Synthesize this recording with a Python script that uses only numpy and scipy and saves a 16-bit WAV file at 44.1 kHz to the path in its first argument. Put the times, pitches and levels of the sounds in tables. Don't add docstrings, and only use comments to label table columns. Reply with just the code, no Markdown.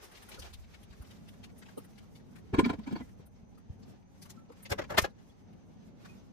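import sys
import numpy as np
from scipy import signal
from scipy.fft import rfft, irfft, next_fast_len
from scipy.io import wavfile
from scipy.ndimage import uniform_filter1d, map_coordinates

SR = 44100
rng = np.random.default_rng(int(sys.argv[2]) if len(sys.argv) > 2 else 0)


def dump(signal):
    limited = np.clip(np.atleast_2d(signal).T, -1, 1)
    pcm = np.round(limited * 32767).astype(np.int16)
    wavfile.write(sys.argv[1], SR, pcm)


def magnitude_from_level(level_db):
    exponent = np.asarray(level_db, float) / 20
    return 10 ** exponent


N = 278712
RISE_S = 0.001303


def unit(x):
    return x / np.sqrt(np.mean(x ** 2) + 1e-20)


def along(points, hz):
    f, v = np.transpose(points)
    return np.interp(np.log(hz + 1), np.log(f + 1), v)


def wobble(rate_hz):
    knots = rng.standard_normal(int(N * rate_hz / SR) + 4)
    return map_coordinates(knots, [np.arange(N) * rate_hz / SR])


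def filtered(x, response):
    m = next_fast_len(N + SR // 2)
    gain = response(np.fft.rfftfreq(m, 1 / SR))
    gain = gain / np.sqrt(np.mean(np.abs(gain) ** 2))
    return irfft(rfft(x, m) * gain, m)[..., :N]


def colour(spectrum):
    return lambda hz: magnitude_from_level(along(spectrum, hz))


def ringing(modes):
    def response(f):
        total = 0
        for k, (centre, width, db) in enumerate(modes):
            resonance = 1j * f * width / (centre * centre - f * f + 1j * f * width)
            total = total + (-1) ** k * magnitude_from_level(db) * resonance
        return total
    return response


def stereo_noise(spectrum):
    return unit(filtered(rng.standard_normal((2, N)), colour(spectrum)))


def bursts(times_s, levels_db, t60_s, pitches_hz=None):
    sharpness_q, tuned_gain = 2.6, 0.8
    x, t = np.zeros(N + SR), np.arange(SR // 5) / SR
    for k, (s, db) in enumerate(zip(times_s, levels_db)):
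        puff = rng.standard_normal(len(t))
        if pitches_hz is not None:
            resonator = signal.iirpeak(pitches_hz[k], sharpness_q, SR)
            puff = puff + tuned_gain * unit(signal.lfilter(*resonator, puff))
        x[round(s * SR):][:len(t)] += magnitude_from_level(db - 60 * t / t60_s) * (1 - np.exp(-t / RISE_S)) * puff
    return x[:N]


def tones(rows, rise_s=0.003):
    x, t = np.zeros(N + SR), np.arange(SR // 5) / SR
    for s, db, hz, t60 in rows:
        envelope = magnitude_from_level(db - 60 * t / max(t60, .01)) * (1 - np.exp(-t / rise_s))
        x[round(s * SR):][:len(t)] -= envelope * np.sin(2 * np.pi * hz * t)
    return x[:N]


def jolts(times_s, levels_db):
    return np.bincount(np.round(times_s * SR).astype(int), magnitude_from_level(levels_db), N)


def struck(s, mid_db, low_db, high_db, t60_s, body, modes, crack, treble, clank_db, crack_db):
    ring = filtered(jolts(s + RISE_S, mid_db + clank_db), ringing(modes))
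    snap = filtered(bursts(s, mid_db + crack_db, t60_s), colour(crack))
    push = filtered(jolts(s + .0025, low_db), body)
    sparkle = filtered(bursts(s, high_db, t60_s), colour(treble))
    return ring + snap + push + sparkle


# start_s, rustle_db
MOTION = [(0, -58), (.45, -59.5), (.62, -67), (2.48, -70), (3.05, -67), (3.3, -77.5), (3.7, -75.5),
          (3.9, -66.5), (4.05, -80.5), (4.26, -66), (4.45, -76), (4.6, -68), (4.87, -69.5), (4.93, -61),
          (5.12, -72), (5.95, -74.5), (6.1, -63.5), (6.32, -72)]
STILL_DB = -70


def motion():
    return np.interp(np.arange(N) / SR, *np.transpose(MOTION))


# start_s, rumble_db
HANDLING = [(0, -63), (.3, -63), (.4, -51), (.6, -49), (.72, -60), (1, -63.5), (2.4, -63), (2.65, -50),
            (3.6, -63), (4.5, -67.5), (4.87, -56), (5.2, -64), (6.32, -67)]
# (relative, per Hz)
RUMBLE = [(20, -5.5), (65, -2.5), (86, -4.5), (130, -21.5), (170, -56.5), (290, -120)]


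def handling():
    level_db = np.interp(np.arange(N) / SR, *np.transpose(HANDLING))
    return magnitude_from_level(level_db + 0.63 * wobble(5.0)) * stereo_noise(RUMBLE)


# (relative, per Hz)
HUM = [(41, -52), (70, -25), (92, -3), (130, -8), (198, -2), (273, -9), (314, -14.5), (498, -18),
       (1500, -36), (1950, -65.5), (3300, -120)]


def room_hum():
    hum_db, db_per_motion_db = -57, 0.15
    doorway_db, enter_s = -10.5, 1.14
    outside = np.clip(1 - np.arange(N) / SR / enter_s, 0, 1)
    level_db = hum_db + db_per_motion_db * (motion() - STILL_DB) + doorway_db * outside
    return magnitude_from_level(level_db + 1.6 * wobble(6)) * stereo_noise(HUM)


# pitch_hz, level_db
WHINE = [(2196, -92), (6142, -82)]


def whine():
    t = np.arange(N) / SR
    total = 0
    for hz, db in WHINE:
        level = magnitude_from_level(db + 2.5 * wobble(22))
        total = total + level * np.sin(2 * np.pi * hz * t + 2.5 * wobble(90))
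    return total


# (relative, per Hz)
HISS = [(470, -21.5), (800, 5), (1110, -11), (2160, -12.5), (6310, -32.5), (9000, -30.5), (11700, -56.5),
        (19800, -120)]


def hiss():
    return magnitude_from_level(-75) * stereo_noise(HISS)


# (relative, per Hz)
RUSTLE = [(200, -26.5), (350, 3.5), (900, -3.5), (2040, -6.5), (6050, -13), (8000, -26), (10400, -53),
          (17600, -120)]
SPARKLE = [(3000, -63.5), (5000, 0.5), (8500, -2.5), (11500, -5), (13000, -3), (15500, -12.5),
           (16000, -120)]


def clothes():
    swish_db, db_per_motion_db = -83, 1.24
    walk_db, walk_from_s, arrive_s, fade_s = 4.5, 0.93, 2.44, 0.073
    t = np.arange(N) / SR
    rustle_db = motion()
    stride = np.clip(np.minimum(t - walk_from_s, arrive_s - t) / fade_s, 0, 1)
    swish_level_db = swish_db + db_per_motion_db * (rustle_db - STILL_DB) + walk_db * stride
    flurry = wobble(22.05)
    rustle = magnitude_from_level(rustle_db + 2.8 * flurry) * stereo_noise(RUSTLE)
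    swish = magnitude_from_level(swish_level_db + 1.6 * flurry + 4.2 * wobble(31)) * stereo_noise(SPARKLE)
    return rustle + swish


# start_s, level_db (relative), brightness_db, pitch_hz
SCUFFS = [(0.0395, -55, -7, 1310), (0.1184, -49.5, -12, 1490), (0.2262, -46.5, -12, 1680),
          (0.2902, -45, -8, 1450), (0.3177, -40, -21, 2670), (0.344, -43.5, -18, 3600),
          (0.395, -40.5, -13, 5680), (0.4222, -40.5, -20, 3020), (0.5362, -40.5, -17, 3500),
          (0.7425, -45, -25, 2360), (0.832, -53.5, -12, 3070), (0.908, -54, -29, 3830),
          (0.9289, -49.5, -26, 1850), (1.0197, -50.5, -10.5, 1280), (1.048, -53, -31, 2430),
          (1.1094, -46.5, -22, 2680), (1.2852, -47.5, -15.5, 2860), (1.4388, -42, -22, 2860),
          (1.5844, -63, 5, 1710), (1.6246, -45.5, -36, 1690), (1.6607, -50, -28, 2650),
          (1.6874, -48, -30, 1390), (1.7786, -49.5, -2, 2970), (1.8454, -54.5, -9.5, 1730),
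          (1.9821, -47.5, -21, 2590), (2.157, -50.5, -19, 3460), (2.36, -48, -19, 1680),
          (2.384, -53.5, -19, 1690), (3.0898, -58.5, -17, 1740), (3.263, -62.5, -1, 1360),
          (3.5792, -57, -14, 1180), (3.8305, -55, -31, 4770), (4.223, -43, -11.5, 5540),
          (4.256, -48.5, -17, 1300), (4.301, -39, -15, 6600), (4.521, -52.5, -18, 1190),
          (4.63, -55, 3.5, 1640), (6.0537, -44, -23, 1610)]
# (relative, per Hz)
SCUFF = [(350, -120), (700, 4), (1200, 2), (2500, -0.5), (5000, -0.5), (8000, -6), (11000, -120)]
SHIMMER = [(6500, -30.5), (9200, -3), (12000, -10), (15500, -12.5), (16000, -120)]


def scuffs():
    t60_s = 0.059
    faint_per_s, faint_over_rustle_db, faint_bright_db = 8, 13, -23
    when, size, shine, pitch = rng.random((int(faint_per_s * N / SR), 4)).T
    faint_db = motion()[(when * N).astype(int)] + faint_over_rustle_db - 8 * size
    faint = [when * N / SR, faint_db, faint_bright_db + 12 * (shine - .5), 1300 * 4.5 ** pitch]
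    s, level, bright, hz = np.hstack([np.transpose(SCUFFS), faint])
    scrape = filtered(bursts(s, level - 10.5, t60_s, pitches_hz=hz), colour(SCUFF))
    shimmer = filtered(bursts(s, level + bright + 3.5, t60_s), colour(SHIMMER))
    return scrape * magnitude_from_level([[2.2], [-2.2]]) + shimmer


# start_s, level_db, pitch_hz
THUMPS = [(0.902, -35, 70), (1, -29, 61.4), (2.534, -17.5, 80.5), (2.583, -15.5, 76), (3.195, -31, 160),
          (3.43, -35, 162), (3.699, -23.5, 92), (4.713, -22.5, 96), (4.989, -23, 95), (5.024, -20, 95),
          (5.052, -22, 308)]
# start_s, level_db (relative), pitch_hz
KNOCKS = [(0.385, -38.5, 498), (1.777, -27.5, 465), (3.199, -43.5, 395), (4.501, -39, 482)]
# pitch_multiple, level_db (relative), t60_s
KNOCK = [(.59, -6.5, 0.06), (1, 3.5, 0.031), (1.95, -6, 0.021), (2.55, -10, 0.033)]
# start_s, level_db, pitch_hz, t60_s
PINGS = [(.383, -39, 1450, 0.03), (2.649, -12, 2300, 0.012), (2.915, -58, 2734, 0.19),
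         (2.961, -39, 4480, 0.029), (3.015, -51, 2030, 0.086), (4.368, -55, 1332, 0.2),
         (5.3, -54, 3380, 0.035), (6.09, -54, 2490, 0.14)]


def bumps():
    thumps = [(s, db, hz, 3 / hz) for s, db, hz in THUMPS]
    knocks = []
    for s, db, hz in KNOCKS:
        knocks += [(s, db + rel, hz * multiple, t60) for multiple, rel, t60 in KNOCK]
    return tones(thumps + knocks + PINGS)


# start_s, force_db, brightness_db
SPARK = (4.982, -8.5, -14)
# pitch_hz, width_hz, level_db
IGNITER = [(640, 120, -3), (1030, 90, -4.5), (1230, 100, 0), (1640, 90, -5), (1800, 100, 0), (2124, 90, -4),
           (3150, 110, -11), (4357, 90, -11)]
# (relative, per Hz)
SNAP = [(600, -120), (1200, -20.5), (2000, 1.5), (3130, -3), (5000, -8), (7000, -14.5), (9100, -39),
        (15400, -120)]
CLACK = [(120, -18.5), (300, -7.5), (520, 3), (680, -6), (1230, -9), (1800, -13.5), (2600, -25.5),
         (4000, -52), (8000, -120)]
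THUD = [(18, -38), (30, -24), (97, 2), (268, -9), (319, -27), (400, -21), (520, -27), (880, -120)]
CLACK_T60_S = 0.046


def spark():
    s, force, bright = np.transpose([SPARK])
    dull = filtered(bursts(s, force - 12, CLACK_T60_S), colour(CLACK))
    return dull + struck(s, force, force - 2.5, force + bright, CLACK_T60_S, ringing_body(), IGNITER,
                         SNAP, SPARKLE, clank_db=16, crack_db=-8.0)


def ringing_body():
    return colour(THUD)


# start_s, force_db, hardness_db, brightness_db
KNOB = [(4.658, -46.5, 13.5, -11), (4.704, -30.5, -2, -10), (4.719, -19, -2.5, -18), (4.789, -21, -7, -29),
        (4.818, -33, -2, -33), (4.84, -39.5, 1.5, -28), (4.904, -28, -4, -20.5), (4.921, -28, -10.5, -28),
        (4.945, -27.5, -10.5, -31), (4.967, -46, -6.5, -30), (5.019, -38, 7.5, 2.5),
        (5.044, -19.5, -5, -25.5), (5.073, -42, -13, -41)]
# start_s, end_s, level_db
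TWIST = (4.9, 4.975, -45)
# pitch_hz, width_hz, level_db
VALVE = [(530, 60, 3), (800, 60, -7), (1020, 60, -1), (1360, 80, -0.5), (1680, 64, 2), (2100, 80, -10.5),
         (2910, 90, -7.5)]


def knob():
    s, force, hard, bright = np.transpose(KNOB)
    thud_db = -3 + 0.66 * force
    start, end, grind_db = TWIST
    t = np.arange(N) / SR
    turning = (t > start) * (t < end)
    grind_noise = unit(filtered(rng.standard_normal(N), colour(CLACK)))
    grind = magnitude_from_level(grind_db + 2.4 * wobble(60)) * grind_noise * turning
    edge = filtered(bursts(s, force + hard - 8, CLACK_T60_S), colour(SNAP))
    clacks = struck(s, force, thud_db, force + bright, CLACK_T60_S, ringing_body(), VALVE,
                    CLACK, SPARKLE, clank_db=11, crack_db=-3)
    return grind + edge + clacks


# start_s, end_s, level_db (relative)
DRAGS = [(2.535, 2.758, -53), (2.868, 3.022, -59)]
# pitch_hz, width_hz, level_db
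CASTING = [(684, 70, -10), (937, 100, -3.5), (1035, 70, -1), (1437, 110, -7.5), (1680, 80, -8),
           (2300, 130, -9), (3230, 120, -17), (3830, 53, -17.5), (4410, 75, -19)]


def drag():
    t = np.arange(N) / SR
    on = sum(magnitude_from_level(db) * (t > start) * (t < end) for start, end, db in DRAGS)
    grit = magnitude_from_level(3.7 * wobble(70)) * rng.standard_normal(N)
    ring = unit(filtered(grit, ringing(CASTING)))
    scrape = unit(filtered(grit, colour(SCUFF)))
    return on * (ring + 0.27 * scrape)


# start_s, force_db, edge_db (how much metal strikes metal, not seating flat)
SET_DOWN = [(2.543, -30, 7.5), (2.592, -18.5, 6.5), (2.631, -43, -1), (2.65, -35.5, -1), (2.66, -24, -4),
            (2.698, -28, 6), (2.735, -37, 4), (2.792, -39.5, -4.5), (2.875, -35, -2), (2.910, -44, 0),
            (2.926, -32, -7.5), (2.959, -45.5, 12), (3.006, -40, -1)]
# start_s, level_db, pitch_hz
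DRONES = [(2.532, -23, 383), (2.582, -11.5, 290), (2.628, -16, 230), (2.658, -18, 248), (2.674, -22, 216),
          (2.699, -20, 305), (2.735, -29, 285), (2.786, -27, 218), (2.873, -25, 270), (2.912, -27, 245),
          (2.926, -19, 220), (3.005, -29, 254)]
# start_s, level_db
SKIDS = [(2.647, -34.5), (2.699, -47), (2.837, -54), (2.912, -52), (2.963, -52), (2.981, -58)]
# pitch_hz, width_hz, level_db
PLATE = [(159, 41, -4.5), (206, 31.6, -1.5), (315, 58, -0.5)]
# (relative, per Hz)
CLANK = [(180, -7.5), (300, 3), (440, -7), (600, -10), (1040, -19.5), (7000, -43.5), (9100, -78),
         (15400, -120)]
GLINT = [(4500, -120), (6500, -20), (7800, 11), (9500, -1), (11500, -7), (15500, -15), (16000, -120)]
RASP = [(700, -120), (1200, 5), (2500, -9), (3600, -3.5), (4700, -1.5), (5600, -13.5), (8000, -35),
        (12000, -120)]


def casting():
    drone_t60_s, skid_t60_s, clank_t60_s = 0.072, 0.065, 0.055
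    s, force, edge = np.transpose(SET_DOWN)
    clank = force + edge
    glint = np.maximum(-21 + 1.59 * clank, force - 38)
    drone = tones([row + (drone_t60_s,) for row in DRONES], rise_s=0.006)
    skids = filtered(bursts(*np.transpose(SKIDS), skid_t60_s), colour(RASP))
    hits = struck(s, clank, force + 18, glint, clank_t60_s, ringing(PLATE), CASTING,
                  CLANK, GLINT, clank_db=14, crack_db=0.0)
    return drone + skids + hits


# freq_hz, t60_s
KITCHEN = [(200, 0.11), (2000, 0.1), (10000, 0.03)]


def kitchen(x):
    hz, t, z = signal.stft(rng.standard_normal((2, SR // 2)), SR, nperseg=256)
    decay = magnitude_from_level(-60 * t / along(KITCHEN, hz)[:, None])
    tail = signal.istft(z * decay, SR, nperseg=256)[1]
    return signal.fftconvolve(x[None], tail / np.linalg.norm(tail[0]), axes=1)[:, :N]


def scene():
    background = handling() + room_hum() + clothes() + hiss() + whine()
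    controls = (knob() + spark()) * magnitude_from_level([[.8], [-.8]])
    hits = casting() + drag() + controls
    return hits + magnitude_from_level(-14.5) * kitchen(hits[0]) + scuffs() + bumps() + background


def sped_up(x, slip_scale_rad, drift_s, size=1024):
    hz, t, z = signal.stft(x, SR, nperseg=size, noverlap=size * 3 // 4)
    drift_frames = max(round(drift_s * SR * 4 / size), 1)
    slip = uniform_filter1d(rng.standard_normal(z.shape), drift_frames, -1)
    slip = unit(uniform_filter1d(slip, size=3, axis=1))
    depth = slip_scale_rad * hz / (hz + 350) / (1 + hz / 15000)
    slipped = z * np.exp(1j * depth[:, None] * slip)
    return signal.istft(slipped, SR, nperseg=size, noverlap=size * 3 // 4)[1][:, :N]


def low_pass(x):
    return signal.sosfilt(signal.butter(12, 16400, fs=SR, output="sos"), x)


def record(dry):
    port = signal.sosfilt(signal.butter(2, 45, "high", fs=SR, output="sos"), dry)
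    mix = magnitude_from_level(3.5) * sped_up(port, slip_scale_rad=3.13, drift_s=.3)
    return low_pass(mix)


dry = scene()
out = record(dry)
dump(out)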